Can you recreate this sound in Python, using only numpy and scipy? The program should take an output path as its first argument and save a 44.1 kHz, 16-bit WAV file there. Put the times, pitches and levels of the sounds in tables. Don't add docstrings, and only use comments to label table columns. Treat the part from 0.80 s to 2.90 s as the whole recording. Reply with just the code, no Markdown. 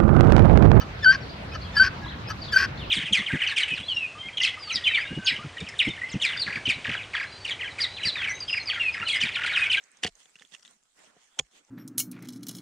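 import sys
import numpy as np
from scipy import signal
from scipy.fft import rfft, irfft
from scipy.io import wavfile
from scipy.ndimage import uniform_filter1d

SR = 44100
rng = np.random.default_rng(int(sys.argv[2]) if len(sys.argv) > 2 else 0)


def master(y):
    cut = np.clip(np.atleast_2d(y).T, -1, 1)
    pcm = np.round(cut * 32767)
    wavfile.write(sys.argv[1], SR, pcm.astype(np.int16))


def decibels_to_gain(level_db):
    exponent = np.asarray(level_db, float) / 20
    return 10 ** exponent


N = 92610
T = np.arange(N) / SR


def at_hz(points, hz):
    table = np.array(points)
    return np.interp(np.log(hz), np.log(table[:, 0]), table[:, 1])


def spectrum_hz():
    return np.arange(N // 2 + 1) * SR / N + 1


def rms_one(x):
    return x / np.sqrt(np.mean(x ** 2) + 1e-20)


def drift(rate_hz):
    r = np.exp(-2 * np.pi * rate_hz / SR)
    wander = signal.lfilter([1], [1, -2 * r, r * r], rng.standard_normal(N + SR))
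    return rms_one(wander[SR:])


def resonate(x, peaks):
    out = 0
    for k, (hz, width, db) in enumerate(peaks):
        r = np.exp(-np.pi * width * 1.5 / SR)
        b = (1 - r * r) / 2 * np.array([1, 0, -1])
        a = [1, -2 * r * np.cos(2 * np.pi * hz / SR), r * r]
        ringing = signal.lfilter(b, a, signal.lfilter(b, a, x))
        out = out + (-1) ** k * decibels_to_gain(db) * ringing
    return rms_one(out)


def glide(start, length, hz, db, soft=.5):
    u = np.clip((T - start) / length, 0, 1)
    pitch = np.polyval(np.polyfit([0, .5, 1], hz, 2), u)
    swell = np.sin(np.pi * u).clip(0) ** soft * (u < 1)
    return 2 * decibels_to_gain(db) * swell * np.sin(2 * np.pi * np.cumsum(pitch) / SR)


# [f/Hz, level/dB per Hz]
AIR_SPECTRUM = [(25, -24.5), (62, 2), (110, -0.5), (350, -14), (1500, -17), (4200, -26.5), (9500, -52.5),
                (13000, -58)]
# [f/Hz, likeness -1..1]
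AIR_LIKENESS = [(60, 0.98), (240, 0.91), (950, -0.16), (3770, 0.091), (15000, -0.39)]


def air():
    out, together = 0, drift(2.0)
    edges = 22 * 2 ** np.arange(0, 9.6, .5)
    white = rng.standard_normal((2, 2, N + SR // 4))
    for k, (low, high) in enumerate(zip(edges, edges[1:])):
        band = signal.butter(2, [low, high], "band", fs=SR, output="sos")
        mid, side = signal.sosfilt(band, white[k % 2])[:, SR // 4:]
        alike = np.clip(at_hz(AIR_LIKENESS, np.sqrt(low * high)), -1, 1)
        gain = decibels_to_gain(0.16 * together + 2.14 * drift(8.9))
        out = out + gain * (np.sqrt(1 + alike) * mid + np.sqrt(1 - alike) * side * [[1], [-1]])
    colored = irfft(rfft(out) * decibels_to_gain(at_hz(AIR_SPECTRUM, spectrum_hz())), N)
    return decibels_to_gain(-35.5) * rms_one(colored)


# [t/s, level/dB]
YARD_ECHOES = [
    (.115, -42),
]


def yard(x):
    tail_db, t60_s = -29, .4
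    t = np.arange(SR // 2) / SR
    tail = rng.standard_normal((2, len(t))) * decibels_to_gain(-60 * t / t60_s) * (t > .01)
    tail = decibels_to_gain(tail_db) * tail / np.sqrt(np.sum(tail ** 2, axis=1, keepdims=True))
    for s, db in YARD_ECHOES:
        tail[:, int(s * SR)] += decibels_to_gain(db)
    return signal.fftconvolve(x[None], tail, axes=1)[:, :N]


# [t/s, length/s, start f/Hz, middle f/Hz, end f/Hz]
CHIRP_GLIDES = [(.404, .022, 4700, 5600, 4600), (.424, .019, 4700, 4400, 4150),
                (.491, .024, 3700, 4850, 3700), (.81, .012, 4000, 4300, 4500), (.82, .01, 4700, 4700, 3800),
                (.829, .007, 3900, 4200, 4100), (.846, .022, 3350, 3300, 3100),
                (.868, .025, 2900, 2700, 2550), (1.201, .011, 3200, 3500, 4000),
                (1.212, .019, 4400, 4720, 4750), (1.23, .01, 4750, 5500, 4200),
                (1.239, .017, 4150, 3800, 3550), (1.255, .007, 3550, 3300, 3000),
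                (1.262, .024, 3700, 4050, 3850), (1.278, .026, 3150, 3550, 4150),
                (1.303, .009, 4250, 4200, 3800), (1.312, .016, 3550, 3200, 3000),
                (1.618, .016, 4800, 4650, 4350), (1.634, .011, 4400, 4100, 3400),
                (1.647, .012, 4250, 4050, 3400), (1.679, .012, 3600, 3600, 3000),
                (1.693, .007, 3350, 3400, 3350), (1.702, .007, 3250, 3300, 3350),
                (1.969, .019, 3850, 4250, 4500), (1.974, .016, 3350, 3620, 3800),
                (1.988, .024, 3800, 3600, 3300), (2.01, .034, 3330, 2930, 2620),
                (2.042, .017, 2640, 2580, 2520), (1.222, .04, 1680, 1660, 1600),
                (1.26, .012, 1250, 1030, 980), (1.266, .028, 2000, 2000, 1990)]
CHIRP_LEVELS = [-58, -51, -48.5, -49, -46, -46, -49, -58, -58, -63, -59, -51, -50.5, -49, -45.5, -56, -49,
                -39, -48, -43, -41.5, -42, -48, -52, -53, -46.5, -46, -54, -46, -46, -50.5]


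def small_birds():
    chirps = 0
    for (s, length, *hz), db in zip(CHIRP_GLIDES, CHIRP_LEVELS):
        chirps = chirps + glide(s, length, hz, db, soft=.3)
    return chirps * decibels_to_gain(1.5 * drift(100))


# [f/Hz, left over right level/dB]
FOWL_PAN = [(1560, 4), (1690, 1.5), (2400, 4), (3100, 1.3), (4600, .5), (13000, -3.5)]
# [f/Hz, left lead/radians]
FOWL_LEAD = [(1550, 0.28), (4600, 0.5), (13000, 0.95)]


def place(x, more_lead):
    hz = spectrum_hz()
    lead = at_hz(FOWL_LEAD, hz) + more_lead * np.minimum(1, 1550 / hz) ** 2
    half = decibels_to_gain(at_hz(FOWL_PAN, hz) / 2) * np.exp(.5j * lead)
    return np.array([irfft(rfft(x) * half, N), irfft(rfft(x) / half, N)])


def slaps():
    rate_hz = 1540 * (1 + 0.044 * drift(300))
    beat = np.diff(np.floor(np.cumsum(rate_hz) / SR), prepend=0)
    return beat * (drift(180) + rng.standard_normal(N)) + .2 * rng.standard_normal(N)


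# [f/Hz, width/Hz, level/dB]
HISS_PEAKS = [(7600, 700, 1), (9100, 500, -2), (10900, 500, 0), (11900, 700, -2)]
# [f/Hz, width/Hz, level/dB]
BEAK_TIP_PEAK = [(14200, 340, 0)]


def rough(throat, air_s, rasp_s, end_s, rasp_db, hiss_db):
    edge_s, leak, sag = 0.0071, decibels_to_gain(-15), decibels_to_gain(-5.5)
    times = [air_s - edge_s, air_s, rasp_s - edge_s, rasp_s + edge_s, end_s - edge_s, end_s + edge_s]
    low = np.interp(T, times, [0, leak, leak, 1, sag, 0])
    high = np.interp(T, times, [0, .6, .7, 1, .5, 0])
    breath = rng.standard_normal(N)
    tip_gain = decibels_to_gain(np.interp(T, [rasp_s, end_s], [0, -24])) * 0.58
    hiss = resonate(breath, HISS_PEAKS) + tip_gain * resonate(breath, BEAK_TIP_PEAK)
    return decibels_to_gain(rasp_db) * low * resonate(slaps(), throat) + decibels_to_gain(hiss_db) * high * hiss


# [t/s, level/dB, low squeak level/dB, high squeak level/dB, beak hiss level/dB]
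CLUCK_HITS = [
    (-.016, -36, -2, -5, -72),
    (.717, -33, -3, -10, -69),
    (1.471, -29, -11, -8, -58),
]
# [t/s after its start, length/s, start f/Hz, end f/Hz, level/dB]
CLUCK_SQUEAKS = [(0, .028, 2500, 2550, -9), (.017, .033, 3100, 2950, -11), (.001, .022, 5000, 5150, -8),
                 (.016, .024, 5400, 5850, -15.5), (.022, .032, 6300, 5750, -17),
                 (.028, .02, 4800, 4680, -7), (.028, .025, 1330, 1270, -7)]
# [air t/s, rasp t/s, end t/s after its start]
CLUCK_ROUGH = (.018, .03, .052)
# [f/Hz, width/Hz, level/dB]
CLUCK_PEAKS = [(1300, 80, -2), (1700, 200, -6), (1050, 100, -9), (2400, 400, -17), (4600, 400, -15),
               (5800, 600, -22)]


def clucks():
    out = 0
    for s, db, low_db, high_db, hiss_db in CLUCK_HITS:
        out = out + rough(CLUCK_PEAKS, *(s + np.array(CLUCK_ROUGH)), db - 1, hiss_db)
        for after, length, a, b, part_db in CLUCK_SQUEAKS:
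            register_db = 0 if a < 2000 else low_db if a < 4000 else high_db
            squeak = glide(s + after, length, [a, (a + b) / 2, b], db + part_db + register_db)
            out = out + squeak * decibels_to_gain(2.0 * drift(150))
    return out


# [air t/s, rasp t/s, end t/s, rasp level/dB, beak hiss level/dB]
CALL_RASPS = [
    (0.232, 0.322, 0.363, -28, -73),
    (0.958, 1.029, 1.083, -25.5, -58),
    (1.726, 1.772, 1.858, -24, -52),
]
# [f/Hz, width/Hz, level/dB]
CALL_THROAT = [(1107, 35, -3), (1560, 150, -8), (1860, 174, -9.5), (2447, 330, -12), (3150, 480, -25),
               (4587, 470, -13), (5280, 243, -13.5), (5757, 500, -22.5)]


def rasps():
    return sum(rough(CALL_THROAT, *r) for r in CALL_RASPS)


# [t/s, length/s, peak level/dB, f/Hz]
RASP_STUTTERS = [(0.321, 0.0032, -17.2, 1590.0), (0.3258, 0.002, -18, 1690.0),
                 (0.3272, 0.0027, -19.5, 1760.0), (0.33, 0.0037, -21, 1710.0), (0.334, 0.0052, -21, 1730.0),
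                 (0.3376, 0.0084, -22, 1630.0), (0.347, 0.0029, -24, 1680.0), (0.3495, 0.0015, -32, 1620.0),
                 (0.3505, 0.011, -20, 1610.0), (0.363, 0.0025, -39, 1500.0), (1.034, 0.0027, -19.5, 1610.0),
                 (1.0368, 0.011, -15, 1570.0), (1.0474, 0.0079, -19.5, 1570.0),
                 (1.0546, 0.0049, -21.6, 1550.0), (1.0598, 0.0055, -26, 1590.0),
                 (1.064, 0.0024, -27.5, 1620.0), (1.0647, 0.0034, -22.5, 1560.0),
                 (1.0698, 0.0073, -18.5, 1540.0), (1.075, 0.0068, -19.5, 1590.0),
                 (1.0793, 0.014, -27.6, 1500.0), (1.777, 0.0083, -16, 1640.0), (1.784, 0.0052, -19, 1600.0),
                 (1.7883, 0.011, -17.5, 1580.0), (1.7981, 0.0084, -20.5, 1620.0),
                 (1.8022, 0.0088, -16, 1590.0), (1.8142, 0.0092, -18, 1570.0),
                 (1.825, 0.0024, -17.3, 1640.0), (1.8279, 0.0067, -15, 1560.0),
                 (1.8347, 0.0095, -18, 1580.0), (1.8452, 0.0076, -20.5, 1600.0),
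                 (1.8528, 0.0109, -26, 1500.0)]


def stutters():
    shake = np.exp(.35j * drift(150))
    tone = sum(glide(s, length, [hz, hz, hz], db - 7, soft=0.72) for s, length, db, hz in RASP_STUTTERS)
    swell = signal.hilbert(tone) * shake
    third = np.abs(swell) * np.cos(3 * np.angle(swell))
    return np.real(swell) + decibels_to_gain(-17) * third


# [multiple of low membrane, multiple of unlocking, level/dB]
WHISTLE_PARTIALS = [(1, 0, 0), (1, 1, -13), (1, 2, -27), (2, 1, -24), (3, 1, -15), (3, 2, -30), (4, 2, -44),
                    (5, 2, -45), (6, 3, -58), (7, 3, -65)]


def whistle(call, facing_db):
    s, *columns = np.transpose(call)
    hz, split, db, odd_db, even_db = [np.interp(T, s, c) for c in columns]
    low = 2 * np.pi * np.cumsum(hz * (1 + .002 * drift(60))) / SR
    apart = 2 * np.pi * np.cumsum(split * (split > 0)) / SR
    loose, out = np.clip(split / 200, .1, 1), 0
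    for m, k, part_db in WHISTLE_PARTIALS:
        own_hz = m * hz - k * split
        trim = facing_db * (m > 3) * (.2 if m % 2 else 1)
        slide = uniform_filter1d(np.gradient(own_hz) * SR / m, size=60) / 6000
        trim = trim - (m > 3) * 10 * np.log10(1 + slide ** 4)
        trim = trim - 20 * (m == 5) * np.clip((own_hz - 8100) / 300, 0, 1)
        overtone_db = (m > 1) * (odd_db if m % 2 else even_db)
        gain = decibels_to_gain(part_db + trim + overtone_db) * (1 if k == m // 2 else loose)
        out = out + gain * np.sin(m * low - k * apart)
    gate = np.clip((T - s[0]) / 0.0015, 0, 1) * (T < s[-1])
    return np.sqrt(2) * decibels_to_gain(db + .5 * drift(71)) * out * gate


# [t/s, low membrane f/Hz, unlocking of the high membrane f/Hz, level/dB,
# odd overtones level/dB, even overtones level/dB]
WHISTLE_1 = [
    (.217, 1787, -10, -73, -21, 45),
    (.232, 1759, -1.5, -34.5, 6, 21.5),
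    (.2445, 1733, 2, -24, 2.5, 3.5),
    (.247, 1633, 205.5, -15.5, 10, -0.5),
    (.253, 1543, -0.5, -26, 11.5, 20.5),
    (.262, 1506, -7.5, -10, -5.5, -2.5),
    (.313, 1560, 0.5, -10.8, 3, 0.5),
    (.321, 1602, -5, -21.5, 4, 11),
    (.329, 1650, 1.5, -49.5, 6.5, -6.5),
]
# [t/s, low membrane f/Hz, unlocking f/Hz, level/dB, odd level/dB, even level/dB]
WHISTLE_2 = [
    (0.927, 1782, -4, -55.5, -19, 28.5),
    (0.956, 1765, -5, -39.5, 13, 14),
    (0.967, 1697, -10, -28.5, 9.5, 6),
    (0.968, 1663, 306, -18.5, 11.5, 2),
    (0.991, 1694, 282.5, -23.5, 15.5, 16.5),
    (.994, 1556, -2, -31.5, 2.5, 22.5),
    (0.999, 1514, 0, -10.5, 4.5, -7.5),
    (1.026, 1556, -12.5, -10.5, 0.5, 1),
    (1.04, 1532, -1, -27.5, 8, -11),
]
# [t/s, low membrane f/Hz, unlocking f/Hz, level/dB, odd level/dB, even level/dB]
WHISTLE_3 = [
    (1.71, 1780, 11, -68, 4, 20),
    (1.726, 1738, -7, -33.5, 14, 18.5),
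    (1.731, 1659, 292, -25.5, 13, 8),
    (1.740, 1648, 278, -24, 15.5, 6),
    (1.743, 1535, -10, -19.5, -3, 8),
    (1.757, 1539, 2, -31, 4, 17.5),
    (1.762, 1533, 3, -12, 3.5, -6),
    (1.774, 1558, -6, -9, 0, -21),
    (1.782, 1590, 0, -49, -5, 2),
]
HEAD_FACING = [-3., 0., 16.]


def fowl():
    whistles = sum(map(whistle, (WHISTLE_1, WHISTLE_2, WHISTLE_3), HEAD_FACING))
    return whistles + rasps() + stutters() + clucks()


def scene():
    bird, small = fowl(), small_birds()
    step_s, step_lead = .6, .56
    direct = place(bird * (T < step_s), step_lead) + place(bird * (T >= step_s), 0)
    chirps = small * decibels_to_gain(np.array([[.5], [-.5]]) * 2.5)
    return direct + yard(bird + 22.0 * small) + chirps + air()


def roll_off(x):
    return signal.sosfilt(signal.butter(12, 16010, fs=SR, output="sos"), x)


MIC_HISS = [
    [-75],
    [-72],
]


def record(dry):
    treble = signal.butter(4, 10700, "high", fs=SR, output="sos")
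    hiss = signal.sosfilt(treble, rng.standard_normal(dry.shape))
    top_cut = signal.ellip(14, .5, 80, 15740, fs=SR, output="sos")
    mix = signal.sosfilt(top_cut, dry + decibels_to_gain(np.array(MIC_HISS)) * hiss)
    return roll_off(mix)


dry = scene()
out = record(dry)
master(out)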